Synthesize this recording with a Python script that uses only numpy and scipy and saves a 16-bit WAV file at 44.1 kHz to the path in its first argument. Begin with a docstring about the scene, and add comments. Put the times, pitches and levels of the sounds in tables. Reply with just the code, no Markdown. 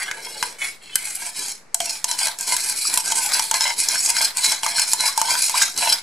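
"""A steel spoon scrapes round a hand-held steel bowl of thick batter, close to a small stereo microphone.
Its edge rasps over the wall in dense random catches that ring the bowl's modes; now and then it knocks,
a noise crack plus decaying modes. Hand and batter damp the bowl, so it rings only briefly.
Shaped noise makes the sloshing batter, the sliding hand and the faint house; gliding tones are bursting
air pockets. A small hard room answers with a decaying noise tail."""
import sys
import numpy as np
from scipy import signal
from scipy.fft import rfft, irfft, next_fast_len
from scipy.io import wavfile
from scipy.ndimage import uniform_filter1d

SR = 44100
rng = np.random.default_rng(int(sys.argv[2]) if len(sys.argv) > 2 else 0)


def persist_wave(psi):
    """Save psi, clipped to +-1, as 16-bit WAV."""
    counts = np.round(np.clip(psi, -1, 1) * 32767).astype(np.int16)
    wavfile.write(sys.argv[1], SR, np.atleast_2d(counts).T)


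def boost(x):
    """Linear amplitude factor 10**(x/20) for a level x in decibels (scalar or array-like)."""
    u = np.asarray(x, float) / 20
    return 10 ** u


N = 265526

# knocks of the spoon: (time [s], level [dB], lower modes and thud, relative [dB], favoured lower pitch [Hz])
KNOCKS = [(0.1122, -13, 2.5, 1930), (0.4261, -5.5, 1.5, 1196), (0.9555, 2.5, -13, 1770),
          (1.153, -12, -30, 1500), (1.744, 1, -19.5, 705), (1.8026, -2, -6.5, 660), (2.0425, 0, -17.5, 825),
          (2.1129, -4, -12, 931), (2.2697, -6, -9, 1650), (2.283, -11.5, -4, 1020), (2.387, -15, -18, 1480),
          (2.409, -9, -29, 880), (2.5654, -2, -14, 1620), (2.697, -5, -20, 1650), (2.9393, -1.5, -16, 920),
          (2.9738, 0.5, -11, 930), (3.1202, -2.5, -8.5, 880), (3.3945, -3.5, -7, 1020),
          (3.5117, -2, -8.5, 930), (3.5406, -4, -10, 940), (3.6075, -2.5, -8, 950), (3.6772, -8.5, -6, 980),
          (3.886, -2, -26, 1540), (3.9555, -17, 4.5, 1590), (4.0891, -9.5, -14.5, 850),
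          (4.1015, -4, -20, 950), (4.166, -6, -4, 1620), (4.2222, -7.5, -9, 950), (4.2379, -16, -4, 966),
          (4.37, -3.5, -18, 920), (4.4623, -6, -19, 964), (4.5179, -6.5, -7, 1000), (4.632, -6, -2.5, 900),
          (4.6632, -5, -6, 890), (4.782, -14, 4.5, 1690), (4.795, -0.5, -15, 964), (4.9331, 2.5, -17, 900),
          (5.1763, 0.5, -11, 910), (5.2148, -1.5, -6, 907), (5.3521, -11, 1, 1630), (5.4953, -4, -10, 940),
          (5.6167, -6.5, -3, 1490), (5.6311, -5, -3.5, 1680), (5.742, -20, -29, 900),
          (5.7761, -4.5, -19, 883), (5.825, -21.5, 8, 710)]
# deep modes of the bowl: (frequency [Hz], relative level [dB])
DEEP_MODES = [(710, 19), (840, -4), (920, 23), (990, 21.5)]
# middle modes of the bowl: (frequency [Hz], relative level [dB])
MIDDLE_MODES = [(1420, -23), (1560, 26.5), (1640, 29), (1850, 15.5), (2105, 29), (2260, 27), (2480, 20),
                (2700, 26), (3000, 33), (3240, 36)]
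# bright modes of the bowl: (frequency [Hz], relative level [dB])
BRIGHT_MODES = [(3720, 0), (4050, 23), (4200, 17.5), (4700, -18), (5050, 19.5), (5420, -23), (5580, 18.5),
                (7150, -32), (7750, 1), (8200, 23), (8600, -23), (9400, -20), (11000, 32)]

LEFT_RIGHT = np.array([[1], [-1]])  # sign of the side signal in each ear


def unit(x):
    """Scale to rms 1."""
    return x / np.sqrt(np.mean(x ** 2))


def colour(x, table):
    """Filter by (frequency [Hz], gain [dB]) points, interpolated over log frequency."""
    n = next_fast_len(x.shape[-1])
    hz, db = np.transpose(table)
    bin_hz = np.arange(n // 2 + 1) * SR / n
    gain = boost(np.interp(np.log(bin_hz + 1), np.log(hz), db))
    return irfft(rfft(x, n) * gain, n)[..., :x.shape[-1]]


def walk(rate_hz):
    """Random levels held 1 / rate_hz s and smoothed twice; spread near 1."""
    k = max(int(SR / rate_hz), 2)
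    held = np.repeat(rng.standard_normal(N // k + 1), k)
    return 1.4 * uniform_filter1d(uniform_filter1d(held, k), k)[:N]


def curves(table):
    """Columns of a (time [s], value, ..) table at every sample."""
    s, *columns = np.transpose(table)
    return [np.interp(np.arange(N) / SR, s, c) for c in columns]


def tail(t60_s, seconds, wide):
    """Decaying noise for both ears, scaled to unit energy; wide weighs the part that differs between them."""
    t = np.arange(int(seconds * SR)) / SR
    mid, side = rng.standard_normal((2, len(t)))
    both = np.exp(-np.log(1000) * t / t60_s) * (mid + wide * side * LEFT_RIGHT)
    return both / np.sqrt(np.sum(both ** 2) / 2)


def decay_step(hz, t60_s):
    """Complex factor that advances a decaying tone by one sample."""
    return np.exp(2j * np.pi * hz / SR - np.log(1000) / (t60_s * SR))


def pole(hz, damp=1):
    """One sample step of a bowl mode; the higher, the shorter it rings."""
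    t60_1khz_s, slope = 0.095, 0.6
    return decay_step(hz, damp * t60_1khz_s * (1000 / hz) ** slope)


def ears(hz):
    """A mode reaches left and right a little out of step, at random, the more the higher it lies."""
    spread_3khz_rad = 0.35
    shift_rad = spread_3khz_rad * np.sqrt(hz / 3000) * rng.standard_normal()
    return np.exp(1j * shift_rad * LEFT_RIGHT)


def nearness(hz, centre_hz, reach):
    """Gain of a mode by how near it lies to the pitch that the contact favours; reach in log frequency."""
    return boost(-10 * np.minimum((np.log(hz / centre_hz) / reach) ** 2, 2))


def strokes(step=44):
    """Level [dB], age [s], deep level [dB], bright pitch [Hz] of the strokes; power weighs those that overlap."""
    bite_db_s, swell_db_s, lift_db_s = 522, 16.5, 305  # slopes before, during and after a stroke
    # spoon along the wall:
    # (start [s], length [s], mid-stroke level [dB], deep modes relative [dB], bright pitch [Hz])
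    stroke_table = [(0, 0.031, -30, -38.5, 6100), (0.07, 0.0058, -37, -11.5, 5800),
                    (0.107, 0.09, -42.5, -0.5, 5500), (0.219, 0.24, -33.5, -16.5, 4860),
                    (0.439, 0.066, -34.5, -15, 5960), (0.609, 0.079, -30.5, -27, 7340),
                    (0.825, 0.12, -42, -30, 3670), (0.96, 0.2, -31, -23.5, 8160),
                    (1.209, 0.065, -28.5, -13, 6600), (1.37, 0.12, -25, -20, 6100),
                    (1.816, 0.13, -26, -20.5, 6370), (2.087, 0.042, -25, -13.5, 5640),
                    (2.189, 0.07, -21, -12.5, 5830), (2.416, 0.012, -23.5, -13.5, 6800),
                    (2.48, 0.053, -20.5, -13, 6570), (2.602, 0.1, -21.5, -20.5, 6570),
                    (2.768, 0.11, -21, -31.5, 6440), (2.89, 0.097, -23, -15, 6940),
                    (3.051, 0.062, -20.5, -14.5, 6400), (3.161, 0.1, -19, -16.5, 7400),
                    (3.329, 0.037, -17, -18.5, 4900), (3.399, 0.063, -25.5, -17, 7100),
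                    (3.542, 0.016, -22.5, -9.5, 5400), (3.617, 0.085, -20, -14.5, 5030),
                    (3.792, 0.045, -17, -22, 6500), (3.892, 0.054, -20, -13, 5400),
                    (3.987, 0.085, -21.5, -27.5, 6570), (4.095, 0.002, -19, -8.5, 6400),
                    (4.158, 0.081, -18.5, -19, 5070), (4.381, 0.0027, -19.5, -12.5, 6700),
                    (4.44, 0.086, -19, -20, 5100), (4.634, 0.087, -24.5, -11, 5740),
                    (4.764, 0.065, -20.5, -22, 5160), (4.879, 0.056, -22.5, -22, 6570),
                    (4.996, 0.083, -19.5, -15, 5940), (5.177, 0.069, -26.5, -10.5, 6500),
                    (5.289, 0.045, -17, -11, 5900), (5.379, 0.12, -20, -25.5, 6820),
                    (5.551, 0.081, -17, -17, 5400), (5.668, 0.024, -31, -21, 5640),
                    (5.784, 0.14, -19, -12, 5570)]
    t = np.arange(0, N + step, step) / SR
    start, seconds, db, deep_db, hz = np.transpose(stroke_table)[:, :, None]
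    end = start + seconds
    age_s = np.clip(t, start, end) - start
    db = db + swell_db_s * (age_s - seconds / 2)
    db = db - bite_db_s * np.maximum(start - t, 0) - lift_db_s * np.maximum(t - end, 0)
    power = boost(db) ** 2
    total = power.sum(axis=0)
    means = [(power * column).sum(axis=0) / total for column in (age_s, deep_db, hz)]
    return curves(np.transpose([t, 10 * np.log10(total), *means]))


def catches(share=0.25, scatter_db=3.0, bounce_db=5.0, judder_db=2.0):
    """The edge catches and slips at random, in a share of all samples; small bounces bring sudden flurries."""
    bounce_rate_hz, bounce_decay_s = 60, 0.004
    chance = rng.random((5, N))
    sizes = boost(-scatter_db * np.log(chance[1] + 1e-4)) * np.sign(chance[2] - 0.5)
    bounces = (chance[3] < bounce_rate_hz / SR) * boost(bounce_db) * chance[4] ** 2
    flurry = 1 + signal.lfilter([1], [1, -np.exp(-1 / (bounce_decay_s * SR))], bounces)
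    judder = boost(judder_db * walk(90))
    return unit((chance[0] < share) * sizes * flurry * judder)


def rubbed(modes, force, centre_hz, reach, bend=0, roam_db=4.0, drift=0.022):
    """The moving contact feeds each mode now more, now less; sloshing batter detunes it (share of pitch)."""
    out, power = 0, 0
    for hz, db in modes:
        mode_hz = hz * (1 + bend + drift * walk(10))
        turn = np.exp(2j * np.pi * np.cumsum(mode_hz) / SR)
        fade = abs(pole(hz))
        gain = boost(db + roam_db * walk(30)) * nearness(hz, centre_hz, reach)
        # a one-pole decay in the mode's own turning frame is a resonator of moving pitch
        ring = turn * signal.lfilter([1], [1, -fade], force * gain / turn)
        out = out + np.sqrt(1 - fade ** 2) * (ring * ears(hz)).imag
        power = power + gain ** 2 / 2
    return out / np.sqrt(uniform_filter1d(power, size=2000))  # the modes share one supply of energy


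def crowd(force):
    """Wall modes too close to tell apart: patches of differing tint, fed more or less as the spoon travels."""
    t60_s, patch_count, roam_db, hump_db = 0.02, 9, 5.0, 9
    # colour common to all patches: (frequency [Hz], gain [dB])
    crowd_table = [(1500, -77), (2300, -5.5), (3500, -19), (4050, -6), (6000, -5), (7900, -2),
                   (11400, -8.5), (14500, -23.5), (16500, -128)]
    out, power = 0, 0
    for hz in np.geomspace(3300, 12500, patch_count):
        patch = colour(tail(t60_s, 0.06, wide=0.19 * np.sqrt(hz / 6000)), crowd_table)
        patch = patch / np.sqrt(np.sum(patch ** 2) / 2)
        patch = colour(patch, [(hz / 1.154, 0), (hz, hump_db), (hz * 1.17, 0)])
        share = boost(roam_db * walk(25))
        out = out + signal.oaconvolve(force[None] * share, patch, axes=1)[:, :N]
        power = power + share ** 2
    return out / np.sqrt(power)


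def rasp():
    """Spoon edge dragged along the wall: catches drive bright modes and crowd, rarer jolts the lower modes."""
    # at first the spoon works the dry wall above the batter:
    # (time [s], lift of the middle modes [dB], their favoured pitch [Hz])
    dry_wall = [(0, 31, 1850), (.15, 4, 1920), (.3, 0.5, 2200), (.5, -3.5, 2000), (.61, 24, 2320),
                (.66, 24.5, 2060), (.72, 5.5, 2360), (.95, 18, 2560), (1.05, 12.5, 2100), (1.3, -2.5, 2000),
                (6.02, -0.5, 2000)]
    press_db, age_s, deep_db, bright_hz = strokes()
    dry_db, middle_hz = curves(dry_wall)
    force = catches() * boost(press_db)
    jolts = catches(share=0.004, scatter_db=1.5, bounce_db=0.0, judder_db=3.0) * boost(press_db)

    wall = crowd(force)
    top = signal.sosfilt(signal.butter(2, 6800, "high", fs=SR, output="sos"), wall)
    wall = wall + top * (bright_hz / 6000 - 1)  # a high contact pitch brightens the crowd too
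    bright = boost(-5.0) * rubbed(BRIGHT_MODES, force, bright_hz, reach=0.4) + boost(-4.5) * wall

    # middle level follows the deep level in part and drops 7.5 dB per octave of bright pitch
    middle_db = -5 + 0.58 * deep_db - 7.5 * np.log2(bright_hz / 6000) + dry_db
    middle_reach = np.clip(0.45 - 0.013 * dry_db, 0.15, 1)
    middle = rubbed(MIDDLE_MODES, (force + jolts) * boost(middle_db), middle_hz, middle_reach)

    push = (0.18 * force + jolts) * boost(deep_db)
    bend = 0.04 - 0.9 * age_s  # deep pitch falls through each stroke
    deep = rubbed(DEEP_MODES, push, 940, reach=0.3, bend=bend, roam_db=4.5, drift=0.015)
    return bright + middle + deep


def batter():
    """Dull sloshing: low noise that swells with the stroke."""
    slosh_db, follow, wide = -44, 0.5, 0.76
    table = [(40, -14), (110, -5), (220, 0.0), (450, 1.5), (800, -41)]
    mid, side = colour(rng.standard_normal((2, N)), table)
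    swell_db = follow * strokes()[0] + 3 * walk(30)
    return boost(slosh_db + swell_db) * (mid + wide * side * LEFT_RIGHT) / np.std(mid)


def house():
    """Faint steady hum and hiss of shaped noise, partly different left and right."""
    level_db, wide = -54.5, 0.68
    # colour of the house noise: (frequency [Hz], gain [dB])
    house_table = [(20, 24), (60, 8.5), (160, 20), (300, 14.5), (500, 17.5), (900, 16), (2200, 14),
                   (3200, 0), (5000, 6), (9000, -2), (16000, -29)]
    mid, side = colour(rng.standard_normal((2, N)), house_table)
    return boost(level_db) * (mid + wide * side * LEFT_RIGHT) / np.std(mid)


def room(bowl):
    """A small hard room answers the bowl with a decaying noise tail."""
    level_db, t60_s = -17.5, 0.31
    walls = colour(tail(t60_s, 0.5, wide=0.89), [(200, 13.5), (16000, 5)])
    echo = signal.fftconvolve(bowl.mean(axis=0)[None], walls, axes=1)[:, :N]
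    return boost(level_db) * echo


def grip():
    """The holding hand slides on the outside of the bowl, skin on steel: a soft low rub."""
    # the slide: (start [s], length [s], level [dB])
    slide = (0.03, 0.56, -47)
    start_s, length_s, level_db = slide
    progress = np.clip((np.arange(N) / SR - start_s) / length_s, 0, 1)
    shape = np.sin(np.pi * progress) ** 0.5
    table = [(150, -20.5), (300, -14), (460, -2.5), (650, -10), (1100, -31)]
    return boost(level_db) * shape * unit(colour(rng.standard_normal(N), table))


def struck(modes, steps, centre_hz, reach, sag_per_s=0):
    """One blow: modes start at random strengths, those near the blow's pitch favoured; peak 1."""
    damp = 0.83  # the spoon on the wall shortens the ring to this share
    hz, db = np.transpose(modes)
    gain = boost(db + 4 * rng.standard_normal(len(hz))) * nearness(hz, centre_hz, reach)
    bend = np.exp(-1j * np.pi * sag_per_s * hz[:, None] * (steps / SR) ** 2)
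    rings = gain[:, None] * pole(hz, damp)[:, None] ** steps * bend
    out = sum((ring * ears(f)).imag for f, ring in zip(hz, rings))
    return out / np.abs(out).max()


def knocks():
    """Each knock: a short noise crack around the pitch the contact favours, with the bowl's modes."""
    rise_s, crack_t60_s, ring_db = 0.0008, 0.021, -7.5
    sag_per_s = 2.2  # batter piles against the wall and pulls the lower modes down, share of pitch per s
    out, steps = np.zeros((2, N + SR)), np.arange(SR // 8)
    rise = np.minimum((steps + 1) / (rise_s * SR), 1)
    bright_hz = strokes()[-1]
    for s, db, body_db, body_hz in KNOCKS:
        i = int(s * SR)
        hz = bright_hz[i]
        table = [(500, body_db - 8.5), (hz / 2.0, body_db / 2 - 6.5), (hz / 1.04, -6), (hz, 0),
                 (hz * 1.51, -4), (17000, -26)]
        crack = colour(tail(crack_t60_s, 1 / 8, wide=0.13), table)[:, :len(steps)]
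        crack = crack / np.abs(crack).max()
        ring = boost(ring_db) * struck(BRIGHT_MODES, steps, hz, reach=0.22)
        body = boost(body_db) * struck(DEEP_MODES + MIDDLE_MODES, steps, body_hz, 0.25, sag_per_s)
        out[:, i:i + len(steps)] += boost(db) * (crack + ring + body) * rise
    return out[:, :N]


def thuds():
    """Each knock also jolts bowl and hand: a dull low bump, one decaying tone."""
    thud_db, hz, t60_s = -26.5, 210, 0.017
    s, db, body_db, _ = np.transpose(KNOCKS)
    jolts = np.zeros(N)
    jolts[(s * SR).astype(int)] = boost(db + body_db + thud_db)
    return signal.lfilter([1], [1, -decay_step(hz, t60_s)], jolts).imag


def bubbles():
    """Air pockets burst in the batter: short tones that glide up."""
    # bursts: (time [s], level [dB], start pitch [Hz], end pitch [Hz], length [s])
    bursts = [(2.852, -22, 1230, 1340, 0.0064), (4.66, -17, 1140, 1370, 0.0085),
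              (5.082, -24.5, 1086, 1210, 0.029), (5.54, -13.5, 946, 1630, 0.02),
              (5.683, -28, 1320, 1550, 0.01)]
    out = np.zeros(N)
    for s, db, hz, end_hz, length_s in bursts:
        t = np.arange(int(length_s * SR)) / (length_s * SR)  # 0 to 1 through the burst
        tone = np.sin(2 * np.pi * np.cumsum(hz * (end_hz / hz) ** t ** 2) / SR)
        i = int(s * SR)
        out[i:i + len(t)] += boost(db) * np.minimum(t / 0.15, 1) * (1 - t) * tone
    return out


def scene():
    """Bowl close by, its echo from the walls, batter, hand and the house behind."""
    # a small bowl cannot push air at low pitches
    small = signal.butter(6, 630, "high", fs=SR, output="sos")
    bowl = signal.sosfilt(small, rasp() + knocks() + bubbles())
    near = (bowl + thuds()) * boost([[0.2], [-0.2]])  # a touch to the left
    return near + room(bowl) + batter() + grip() + house()


def roll_off(x):
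    """The treble ends steeply here."""
    return signal.sosfilt(signal.butter(12, 16840, fs=SR, output="sos"), x)


def record(dry):
    """A small steady offset, a hard ceiling, a steep cut of the top."""
    offset, ceiling = -0.0031, 0.92
    clipped = np.clip(dry + offset, -ceiling, ceiling)
    top_cut = signal.ellip(6, 0.2, 60, 15000, fs=SR, output="sos")
    mix = signal.sosfilt(top_cut, clipped)
    return roll_off(mix)


dry = scene()
out = record(dry)
persist_wave(out)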